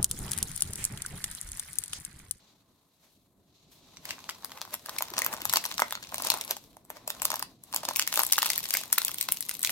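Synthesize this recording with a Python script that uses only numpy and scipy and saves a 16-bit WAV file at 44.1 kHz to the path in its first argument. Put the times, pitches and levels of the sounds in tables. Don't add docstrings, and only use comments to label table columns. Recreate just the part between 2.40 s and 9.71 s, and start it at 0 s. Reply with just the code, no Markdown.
import sys
import numpy as np
from scipy import signal
from scipy.fft import rfft, irfft
from scipy.io import wavfile

SR = 44100
rng = np.random.default_rng(int(sys.argv[2]) if len(sys.argv) > 2 else 0)


def persist_wave(psi):
    counts = np.round(np.clip(psi, -1, 1) * 32767).astype(np.int16)
    wavfile.write(sys.argv[1], SR, np.atleast_2d(counts).T)


N = 322371


def from_db(db):
    return 10 ** (np.asarray(db) / 20)


def rms_one(x):
    return x / np.sqrt(np.mean(x ** 2) + 1e-20)


def in_time(rows):
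    knot_s, *columns = np.transpose(rows)
    return [np.interp(np.arange(N) / SR, knot_s, column) for column in columns]


def at_hz(points, hz, axis=1):
    points = np.array(points)
    return np.interp(np.log(np.maximum(hz, 1)), np.log(points[:, 0]), points[:, axis])


def band(x, edges_hz, order=2):
    return signal.sosfilt(signal.butter(order, edges_hz, "band", fs=SR, output="sos"), x)


def colour(x, points):
    size = 4096
    hz = np.arange(size // 2 + 1) * SR / size
    cepstrum = irfft(np.log(from_db(at_hz(points, hz))))
    cepstrum[1:size // 2] *= 2
    cepstrum[size // 2 + 1:] = 0
    response = irfft(np.exp(rfft(cepstrum)))
    return signal.fftconvolve(x, response[None], axes=1)[:, :N]


def pair_noise(shape, alike):
    alike = np.clip(alike, 0, 1)
    mid, side = rng.standard_normal((2, *shape))
    return np.sqrt((1 + alike) / 2) * mid + np.sqrt((1 - alike) / 2) * np.array([side, -side])


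def drift(knots_per_s):
    knots = rng.standard_normal(8192)
    return np.interp(np.arange(N) / SR * knots_per_s, np.arange(len(knots)), knots)


def flip(age_s, rise_s, decay_s):
    return np.exp(np.minimum(age_s / rise_s, -age_s / decay_s))


# t/s, level/dB
RUMBLE = [(0.0, -68.5), (0.53, -73.5), (1.79, -59.5), (2.52, -62), (2.69, -57.5), (3.13, -55), (3.64, -59),
          (3.91, -55), (4.38, -63), (4.99, -56.5), (5.29, -65), (5.35, -55), (5.76, -60), (5.8, -52),
          (5.86, -58.5), (7.31, -59)]
# f/Hz, gain/dB
RUMBLE_COLOUR = [(15, -20), (25, -13), (39, -8), (93, -3), (189, -1), (236, -3.5), (271, -1), (487, -13),
                 (600, -13), (700, -10.5), (910, -39), (1540, -120)]


def rumble(level_db, lumpy_db=2):
    lumpy = pair_noise((N,), .89) * from_db(lumpy_db * drift(30))
    noise = colour(lumpy, RUMBLE_COLOUR)
    return rms_one(noise) * from_db(in_time(RUMBLE)[0] + level_db)


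# t/s, pouch/dB, crack/dB, sizzle/dB
RUSTLE = [(0.0, -66.5, -59, -74), (0.25, -76.5, -76, -82.5), (0.48, -75.5, -75, -78.5),
          (0.72, -79, -68.5, -73), (0.95, -79, -82, -82), (1.2, -76, -65.5, -79.5), (1.55, -65.5, -61, -74),
          (1.8, -53, -47, -60), (2.0, -61, -58, -67), (2.2, -47.5, -57, -60), (2.42, -69.5, -56, -60),
          (2.8, -41.5, -50, -61), (3.2, -51.5, -48.5, -48.5), (3.66, -59, -51, -61),
          (3.95, -38, -42, -40.5), (4.2, -65, -56, -61.5), (4.43, -71.5, -75, -77), (4.62, -61, -63, -72.5),
          (4.9, -46.5, -46, -52), (5.2, -77, -70, -79), (5.42, -47.5, -50, -50.5), (5.8, -55.5, -45, -46),
          (6.1, -47.5, -39, -43), (6.38, -57.5, -45.5, -42.5), (6.48, -56.5, -55, -55),
          (6.62, -54, -44, -43), (6.95, -62.5, -52.5, -48.5), (7.158, -61.5, -50, -41.5),
          (7.31, -52, -41, -39)]
# f/Hz, gain/dB
RUSTLE_COLOUR = [(400, 1), (620, 0), (780, 2.5), (1050, 5), (1420, -4.5), (1760, -6.5), (2200, -6),
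                 (3000, -4.5), (4000, 2.5), (5000, -5), (6200, -4), (9100, -5.5), (10400, -5.5),
                 (12200, -1.5), (16000, -11)]
# low edge f/Hz, high edge f/Hz
RANGES = [(400, 2200), (2200, 7000), (7000, 17000)]
# pouch/dB, crack/dB, sizzle/dB
RUB_DB = (-1.5, -2, 2)
RUB_KNEE_DB, RUB_LAG = -64, (0.26, 0.33, 0.76)


def sliding(uneven_db, flicker_db=1.0):
    out = 0
    grip = from_db(uneven_db * (drift(130) + drift(23)) / np.sqrt(2))
    correlations = (.65, .2, .1)
    for edges_hz, rustle_db, trim_db, lag, alike in zip(RANGES, in_time(RUSTLE), RUB_DB, RUB_LAG, correlations):
        hiss = colour(band(pair_noise((N,), alike), edges_hz, order=3), RUSTLE_COLOUR)
        rub_db = rustle_db - lag * np.maximum(rustle_db - RUB_KNEE_DB, 0)
        out = out + rms_one(hiss) * from_db(rub_db + trim_db + flicker_db * drift(52))
    return out * grip


SNAP_S, LEAD_S = .025, .006
LEVEL_S = .004
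AGE_S = np.arange(int(SNAP_S * SR)) / SR - LEAD_S


def at_level(bursts, db):
    energy = (bursts ** 2).sum(-1).mean(0) / (LEVEL_S * SR)
    return bursts * (from_db(db) / np.sqrt(energy + 1e-20))[:, None]


# rise/s, first decay/s, flutter level/dB, flutter decay/s
POP_SHAPE = (.0003, .001, -12, .003)
CRACK_SHAPE = (.0003, .0009, -7, .0026)
SIZZLE_SHAPE = (.0002, .0005, -11, .0022)


def crack(db, edges_hz, shape, alike, facet_db=3, lead_in_db=-9.5):
    rise_s, decay_s, flutter_db, flutter_s = shape
    early, size, phase = rng.random((len(db), 3)).T[:, :, None]
    main = flip(AGE_S, rise_s, decay_s)
    flutter = from_db(flutter_db) * flip(AGE_S, rise_s, flutter_s)
    lead_in = from_db(lead_in_db) * flip(AGE_S + early * LEAD_S, rise_s, decay_s)
    waves = pair_noise((len(db), len(AGE_S)), alike) * (main + flutter + lead_in)
    facet_hz = edges_hz[0] * (edges_hz[1] / edges_hz[0]) ** size
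    facet = np.sin(2 * np.pi * (facet_hz * AGE_S + phase)) * main
    facet = facet * from_db(facet_db) * np.sqrt(np.diff(edges_hz) / (SR / 2))
    return at_level(band(waves + facet, edges_hz, order=3), db)


# multiple of crease pitch, level/dB, t60/s
POUCH_MODES = [(.55, -17.5, 0.0096), (.8, -6.5, .013), (1.03, -1, .011), (1.48, -9, .019)]


def pop(hz, db, spread_db, detune, rough_db):
    out = 0
    for multiple, mode_db, t60_s in POUCH_MODES:
        strength, shift, tilt = rng.standard_normal((len(hz), 3)).T[:, :, None]
        mode_hz = hz[:, None] * multiple * np.exp(detune * shift)
        wall = np.sin(2 * np.pi * mode_hz * AGE_S)
        wall = wall * flip(AGE_S, POP_SHAPE[0], t60_s / np.log(1000))
        wave = np.gradient(np.gradient(wall, axis=1), axis=1) / multiple ** 2
        sides = from_db(0.81 * np.array([tilt, -tilt]))
        out = out + sides * wave * from_db(mode_db + spread_db * strength)
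    grain = crack(db + rough_db, RANGES[0], POP_SHAPE, alike=0.92)
    return at_level(band(out, [450, 2300], order=3), db) + grain


# t/s, mean lead of the left microphone/ms
PLACE = [(1.7, -0.091), (2.3, 0.046), (3.2, 0.14), (4.8, .15), (5.8, .08), (7.31, 0.056)]


def buckles(rows):
    start_s, hz, pop_db, crack_db, sizzle_db = np.transpose(rows)
    bursts = pop(hz, pop_db - .7, spread_db=1.5, detune=0.066, rough_db=-14.5)
    bright = crack(crack_db, RANGES[1], CRACK_SHAPE, alike=0.76)
    bright = bright + crack(sizzle_db, RANGES[2], SIZZLE_SHAPE, alike=0.43)
    facing_db = .5 * rng.standard_normal((len(start_s), 1))
    bursts += bright * from_db([facing_db, -facing_db])
    lead_ms = np.interp(start_s, *np.transpose(PLACE)) + .05 * rng.standard_normal(len(start_s))
    half_lead_s = lead_ms / 2000
    out = np.zeros((2, N + 2 * len(AGE_S)))
    for side, flips_s in enumerate([start_s - half_lead_s, start_s + half_lead_s]):
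        starts = np.clip((flips_s - LEAD_S) * SR, 0, N).astype(int)
        for start, burst in zip(starts, bursts[side]):
            out[side, start:start + len(AGE_S)] += burst
    return out[:, :N]


# pop/dB, crack/dB, sizzle/dB
CRACKLE_DB = (-2, 1.5, 2)
YIELD_DB, YIELD_WIDTH_DB = -56.5, 3


def fine_crackle(spread_db, tint_db, pouch_hz, pitch_spread, count=680):
    when, luck = rng.random((count, 2)).T
    chance = np.clip(rng.standard_normal((count, 5)), -2, 2)
    rustle_db = np.transpose([db[(when * N).astype(int)] for db in in_time(RUSTLE)])
    yield_chance = 1 / (1 + np.exp((YIELD_DB - rustle_db.mean(1)) / YIELD_WIDTH_DB))
    gives = luck < yield_chance
    levels_db = rustle_db + CRACKLE_DB + spread_db * chance[:, :1] + tint_db * chance[:, 2:]
    levels_db = np.where(gives[:, None], levels_db, -np.inf)
    hz = pouch_hz * np.exp(pitch_spread * chance[:, 1])
    return buckles(np.column_stack([when * N / SR, hz, levels_db]))


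# peak t/s, swell/s, fade/s, pouch level/dB, crack level/dB, sizzle level/dB
SLIPS = [(.64, 0.026, 0.049, -69.5, -67.5, -88), (1.32, 0.0086, 0.043, -69, -62.5, -61.5),
         (1.70, 0.035, 0.033, -50, -46, -52), (2.338, 0.009, 0.0056, -40, -40.5, -42),
         (2.56, 0.061, 0.018, -48, -53, -52), (2.83, 0.023, 0.014, -51, -51, -55),
         (2.882, 0.028, 0.027, -45, -57, -60), (2.935, 0.016, 0.0068, -39.5, -46, -39.5),
         (3.165, .017, 0.0091, -37, -33.5, -42), (3.742, .012, 0.0038, -46, -50, -49),
         (3.871, 0.017, 0.011, -39.5, -34, -42), (4.113, 0.014, 0.011, -38.5, -38.5, -38.5),
         (4.505, 0.0033, 0.0096, -47, -58, -54), (4.566, 0.019, .022, -52.5, -54.5, -60),
         (5.485, .0035, 0.0073, -36, -40.5, -50), (5.803, 0.038, 0.006, -42, -35, -35),
         (6.39, 0.044, 0.028, -51, -39, -45)]


def slips(catch_db):
    t = np.arange(N) / SR
    power = np.zeros((3, N))
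    for peak_s, swell_s, fade_s, *levels_db in SLIPS:
        swell = flip(np.clip(t - peak_s, -.5, .5), swell_s, fade_s)
        power += (from_db(levels_db)[:, None] * swell) ** 2
    catches = rms_one(from_db(catch_db * drift(900)))
    out = 0
    for edges_hz, range_power, alike in zip(RANGES, power, (.7, .3, .2)):
        hiss = band(pair_noise((N,), alike) * catches, edges_hz, order=3)
        out = out + rms_one(hiss) * np.sqrt(range_power)
    return out


# t/s, pouch pitch f/Hz, pop level/dB, crack level/dB, sizzle level/dB
SNAPS = [(1.5703, 1330, -54, -42.5, -61), (1.6542, 1930, -38.5, -40.5, -39), (1.6915, 1130, -45, -37, -56),
         (1.7076, 2090, -36, -29, -41), (1.7827, 1010, -45.5, -58, -65), (1.892, 1340, -31.5, -35.5, -50),
         (1.8966, 1120, -38.5, -32, -38.5), (2.0337, 1050, -49.5, -58, -70),
         (2.0466, 1054, -42.5, -39, -34), (2.1186, 1090, -44.5, -41, -49), (2.1747, 1220, -46, -45, -53),
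         (2.2157, 1190, -37, -31.5, -39), (2.2766, 1040, -47.5, -59, -64), (2.3414, 1100, -37, -37, -29.5),
         (2.4604, 1490, -40, -39, -37.5), (2.4866, 1060, -38.5, -51, -60),
         (2.4943, 1110, -36.5, -34.5, -38.5), (2.5643, 1040, -40.5, -38.5, -61),
         (2.5854, 1680, -50, -28.5, -27), (2.6076, 810, -31, -41, -47), (2.6232, 925, -30, -29.5, -26.5),
         (2.703, 1070, -50, -43, -43), (2.738, 940, -41, -37, -42), (2.7678, 1820, -36.5, -35, -47),
         (2.7808, 1290, -27.5, -22.5, -30), (2.79, 1100, -32.5, -32.5, -26),
         (2.8192, 2160, -23.5, -28, -32), (2.8468, 1560, -52, -34, -28), (2.8636, 1190, -27.5, -30, -24),
         (2.929, 1110, -37, -33, -48), (2.9385, 1070, -31.5, -47, -35), (3.0181, 1880, -38, -36, -38),
         (3.054, 1130, -29, -29.5, -26), (3.0964, 1200, -36, -25.5, -29.5), (3.1274, 1120, -37, -33, -30),
         (3.137, 1300, -21.5, -26, -22), (3.159, 970, -28, -20, -26), (3.1703, 1080, -26.5, -20.5, -22.5),
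         (3.2408, 1870, -37, -38, -33), (3.2534, 1020, -34, -26.5, -35), (3.2615, 914, -38.5, -39, -34),
         (3.3143, 1120, -39, -32.5, -43), (3.3232, 1450, -42, -37, -45), (3.3805, 1280, -34.5, -27.5, -36),
         (3.3946, 1130, -23.5, -37, -37), (3.4006, 940, -36, -31, -26.5), (3.4204, 1253, -16, -28.5, -31),
         (3.5079, 1930, -41, -40, -36), (3.5245, 1190, -31.5, -29.5, -33.5), (3.553, 1360, -36, -31.5, -46),
         (3.5743, 1260, -38.5, -57, -68), (3.6271, 1550, -44, -41, -51), (3.724, 1040, -38.5, -53, -66),
         (3.7438, 990, -35, -33.5, -31.5), (3.757, 1030, -53, -51, -38), (3.782, 630, -43, -34, -34.5),
         (3.8015, 850, -35, -46, -60), (3.8221, 637, -41.5, -36, -31), (3.8497, 880, -37, -41, -29),
         (3.8702, 790, -41, -29.5, -31), (3.9023, 1040, -31, -18, -21.5), (3.919, 776, -34.5, -26.5, -45),
         (3.9402, 960, -35.5, -38, -30.5), (4.0117, 920, -50, -30.5, -32), (4.0493, 1950, -61, -48, -38),
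         (4.1097, 700, -35, -25, -26.5), (4.1674, 930, -44.5, -41, -40), (4.3687, 610, -49.5, -56, -52.5),
         (4.4508, 920, -66, -65, -56), (4.5027, 630, -38.5, -45.5, -39.5), (4.5693, 1130, -47, -48.5, -59),
         (4.6776, 630, -36.5, -34.5, -30.5), (4.703, 1230, -35.5, -30.5, -29),
         (4.8197, 960, -33.5, -33.5, -27), (4.8271, 940, -57, -48, -33), (4.8531, 930, -29, -25, -19.5),
         (4.9038, 1070, -33, -28, -31.5), (4.9172, 1160, -29, -31, -35), (4.9317, 720, -35.5, -48, -53),
         (4.9413, 1110, -29, -33.5, -35), (4.9576, 1050, -51, -34.5, -34), (4.9673, 890, -41, -43, -44),
         (4.9947, 1500, -51, -37.5, -33), (5.0003, 1080, -40, -47, -50), (5.0257, 1030, -31, -30.5, -32),
         (5.2377, 1070, -66, -55, -43.5), (5.3275, 1120, -44, -38.5, -41), (5.3383, 1030, -34, -33.5, -52),
         (5.3454, 1030, -37, -43, -27), (5.3623, 905, -33.5, -26, -24.5), (5.4349, 684, -37.5, -42, -52),
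         (5.452, 1050, -37.5, -30, -34), (5.488, 720, -32, -26.5, -30), (5.51, 890, -32.5, -40, -43),
         (5.5605, 1300, -44, -25, -26), (5.569, 1120, -43, -43, -26), (5.5955, 1590, -27.5, -19, -21.5),
         (5.624, 1090, -42, -26, -32), (5.6759, 1700, -34.5, -26.5, -26), (5.7269, 1120, -34, -27.5, -37),
         (5.7405, 1640, -36, -32, -26.5), (5.758, 1480, -59, -30, -25), (5.7748, 1120, -25.5, -24.5, -26.5),
         (5.7931, 1030, -25, -30, -21), (5.8006, 1100, -33, -26, -32), (5.808, 1160, -29, -43, -40),
         (5.818, 830, -36, -38, -30), (5.8344, 1130, -32.5, -29.5, -22.5), (5.85, 990, -57, -38, -34),
         (5.8664, 1260, -50, -44, -26.5), (5.9232, 1800, -36, -24.5, -16.5),
         (5.9252, 1920, -41, -26, -19.5), (5.9335, 1090, -39, -22, -25), (5.9814, 1160, -20.5, -25, -24.5),
         (5.9875, 930, -41, -24.5, -24), (6.021, 1950, -34, -22.5, -29), (6.0293, 1180, -23, -24, -25.5),
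         (6.0594, 1040, -34, -30, -24.5), (6.0642, 1350, -37, -31, -31), (6.102, 1870, -28.5, -23.5, -23.5),
         (6.1331, 1330, -46, -30.5, -32), (6.1592, 1160, -46, -32, -32), (6.1789, 1710, -38.5, -34, -26),
         (6.2402, 1930, -47, -38, -33.5), (6.255, 1750, -40.5, -35, -38), (6.3069, 2090, -35, -27, -29),
         (6.3394, 1460, -35, -25, -21.5), (6.3506, 1920, -25.5, -34, -32), (6.3705, 1620, -36, -27, -25),
         (6.4355, 1430, -41, -37.5, -39), (6.5282, 1290, -30, -24.5, -15.5), (6.58, 1440, -25, -30, -29),
         (6.5829, 1650, -28, -23, -18.5), (6.618, 1480, -38.5, -30, -30), (6.649, 940, -46, -32, -22),
         (6.682, 2080, -40, -30, -27.5), (6.6929, 1280, -38, -51, -39), (6.7439, 1980, -45, -37.5, -31.5),
         (6.7843, 2100, -47, -32, -31), (6.8115, 1990, -40, -27.5, -23.5), (6.827, 1470, -48, -35, -29.5),
         (6.8876, 1250, -30.5, -27, -31.5), (6.9218, 1490, -47, -31, -18.5),
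         (6.9711, 1140, -59, -37.5, -36.5), (7.0076, 1860, -46.5, -43, -26.5),
         (7.0257, 1980, -53, -36.5, -37), (7.0933, 1920, -36.5, -35, -26.5), (7.112, 1490, -41.5, -34, -35),
         (7.1935, 1690, -49, -52, -35), (7.2305, 2070, -50, -34, -24), (7.2375, 1800, -37, -33, -40),
         (7.2482, 1930, -31.5, -21, -24), (7.273, 1610, -52, -28, -28), (7.2943, 1820, -30.5, -30.5, -37)]
# pop/dB, crack/dB, sizzle/dB
SNAP_DB = (0.42, -0.3, 0.44)


def snaps():
    return buckles(np.array(SNAPS) + [0, 0, *SNAP_DB])


AFTER_S, NEIGHBOUR_DB = .006, -14.5


def neighbours(spread_db, pitch_spread):
    rows = np.array(SNAPS)
    gaps_s = AFTER_S * rng.exponential(1, len(rows))
    chance = np.clip(rng.standard_normal((len(rows), 4)), -2, 2)
    levels_db = rows[:, 2:] + NEIGHBOUR_DB + spread_db * chance[:, 1:]
    hz = rows[:, 1] * np.exp(pitch_spread * chance[:, 0])
    return buckles(np.column_stack([rows[:, 0] + gaps_s, hz, levels_db]))


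# t/s, f/Hz, envelope peak level/dB, decay/s
BUMPS = [(2.72, 365, -37.5, 0.0044), (2.779, 246, -37, 0.0025), (2.94, 190, -43, 0.0061),
         (3.025, 305, -40, 0.0052), (3.069, 114, -43, 0.012), (3.09, 99, -43.5, 0.018),
         (3.11, 168, -45, 0.0082), (4.112, 317, -51.5, 0.0087), (5.786, 329, -50, 0.02)]


def bumps(rise_s=0.0019):
    out = np.zeros(N)
    age_s = np.arange(int(.15 * SR)) / SR - .02
    for bump_s, hz, db, decay_s in BUMPS:
        start = int((bump_s + age_s[0]) * SR)
        thud = np.sin(2 * np.pi * hz * age_s) * flip(age_s, rise_s, decay_s)
        out[start:start + len(age_s)] += from_db(db) * thud
    return out


# f/Hz, level before band-pass/dB, t60/s
ROOM = [(299, -2.5, .17), (947, -17, 0.25), (2110, -9, 0.19), (3780, -8, 0.22), (7700, -11.5, 0.15),
        (13500, -12, 0.086)]


def room(x, build_s):
    t = np.arange(int(.7 * SR)) / SR
    edges_hz = np.geomspace(200, 18000, 9)
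    response = 0
    for low_hz, high_hz in zip(edges_hz, edges_hz[1:]):
        hz = np.sqrt(low_hz * high_hz)
        t60_s = at_hz(ROOM, hz, axis=2)
        envelope = from_db(-60 * t / t60_s) * (1 - np.exp(-t / build_s))
        envelope *= from_db(at_hz(ROOM, hz)) / np.sqrt(np.sum(envelope ** 2))
        tail = pair_noise(t.shape, np.exp(-hz / 1500)) * envelope
        response = response + band(tail, [low_hz, high_hz])
    return signal.fftconvolve(x, response, axes=1)[:, :N]


# f/Hz, left minus right/dB
BALANCE_DB = [(250, -1.2), (600, 1), (1100, -0.1), (2500, .5), (5000, 1.6), (9000, 2.2), (13000, 3.5)]


def microphones(x):
    sides = []
    for side, sign in enumerate((1, -1)):
        gain_db = [(hz, sign * db / 2) for hz, db in BALANCE_DB]
        sides.append(colour(x[[side]], gain_db))
    return np.vstack(sides)


# f/Hz, gain/dB
FILM_COLOUR = [(200, 17), (400, 1), (500, 2), (610, 7), (760, 1), (950, 5), (1300, -2), (1700, -1.5),
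               (2500, 0), (3500, 0), (7000, 0.5), (9000, 1.5), (10300, 0), (12400, 5.5), (15500, -2)]


def scene():
    low = rumble(level_db=0.0) + bumps()
    rub = sliding(uneven_db=2.5)
    small = fine_crackle(spread_db=3, tint_db=2.5, pouch_hz=1190, pitch_spread=0.316)
    small = small + neighbours(spread_db=3.5, pitch_spread=0.22)
    large = slips(catch_db=1.5) + snaps()
    film = colour(large + small, FILM_COLOUR)
    return microphones(film + room(film, build_s=0.0025) + rub) + low


CUTOFF_HZ = 16100


def record(dry):
    low_pass = signal.ellip(10, .2, 70, CUTOFF_HZ, fs=SR, output="sos")
    return signal.sosfilt(low_pass, np.clip(dry, -1, 1))


dry = scene()
out = record(dry)
persist_wave(out)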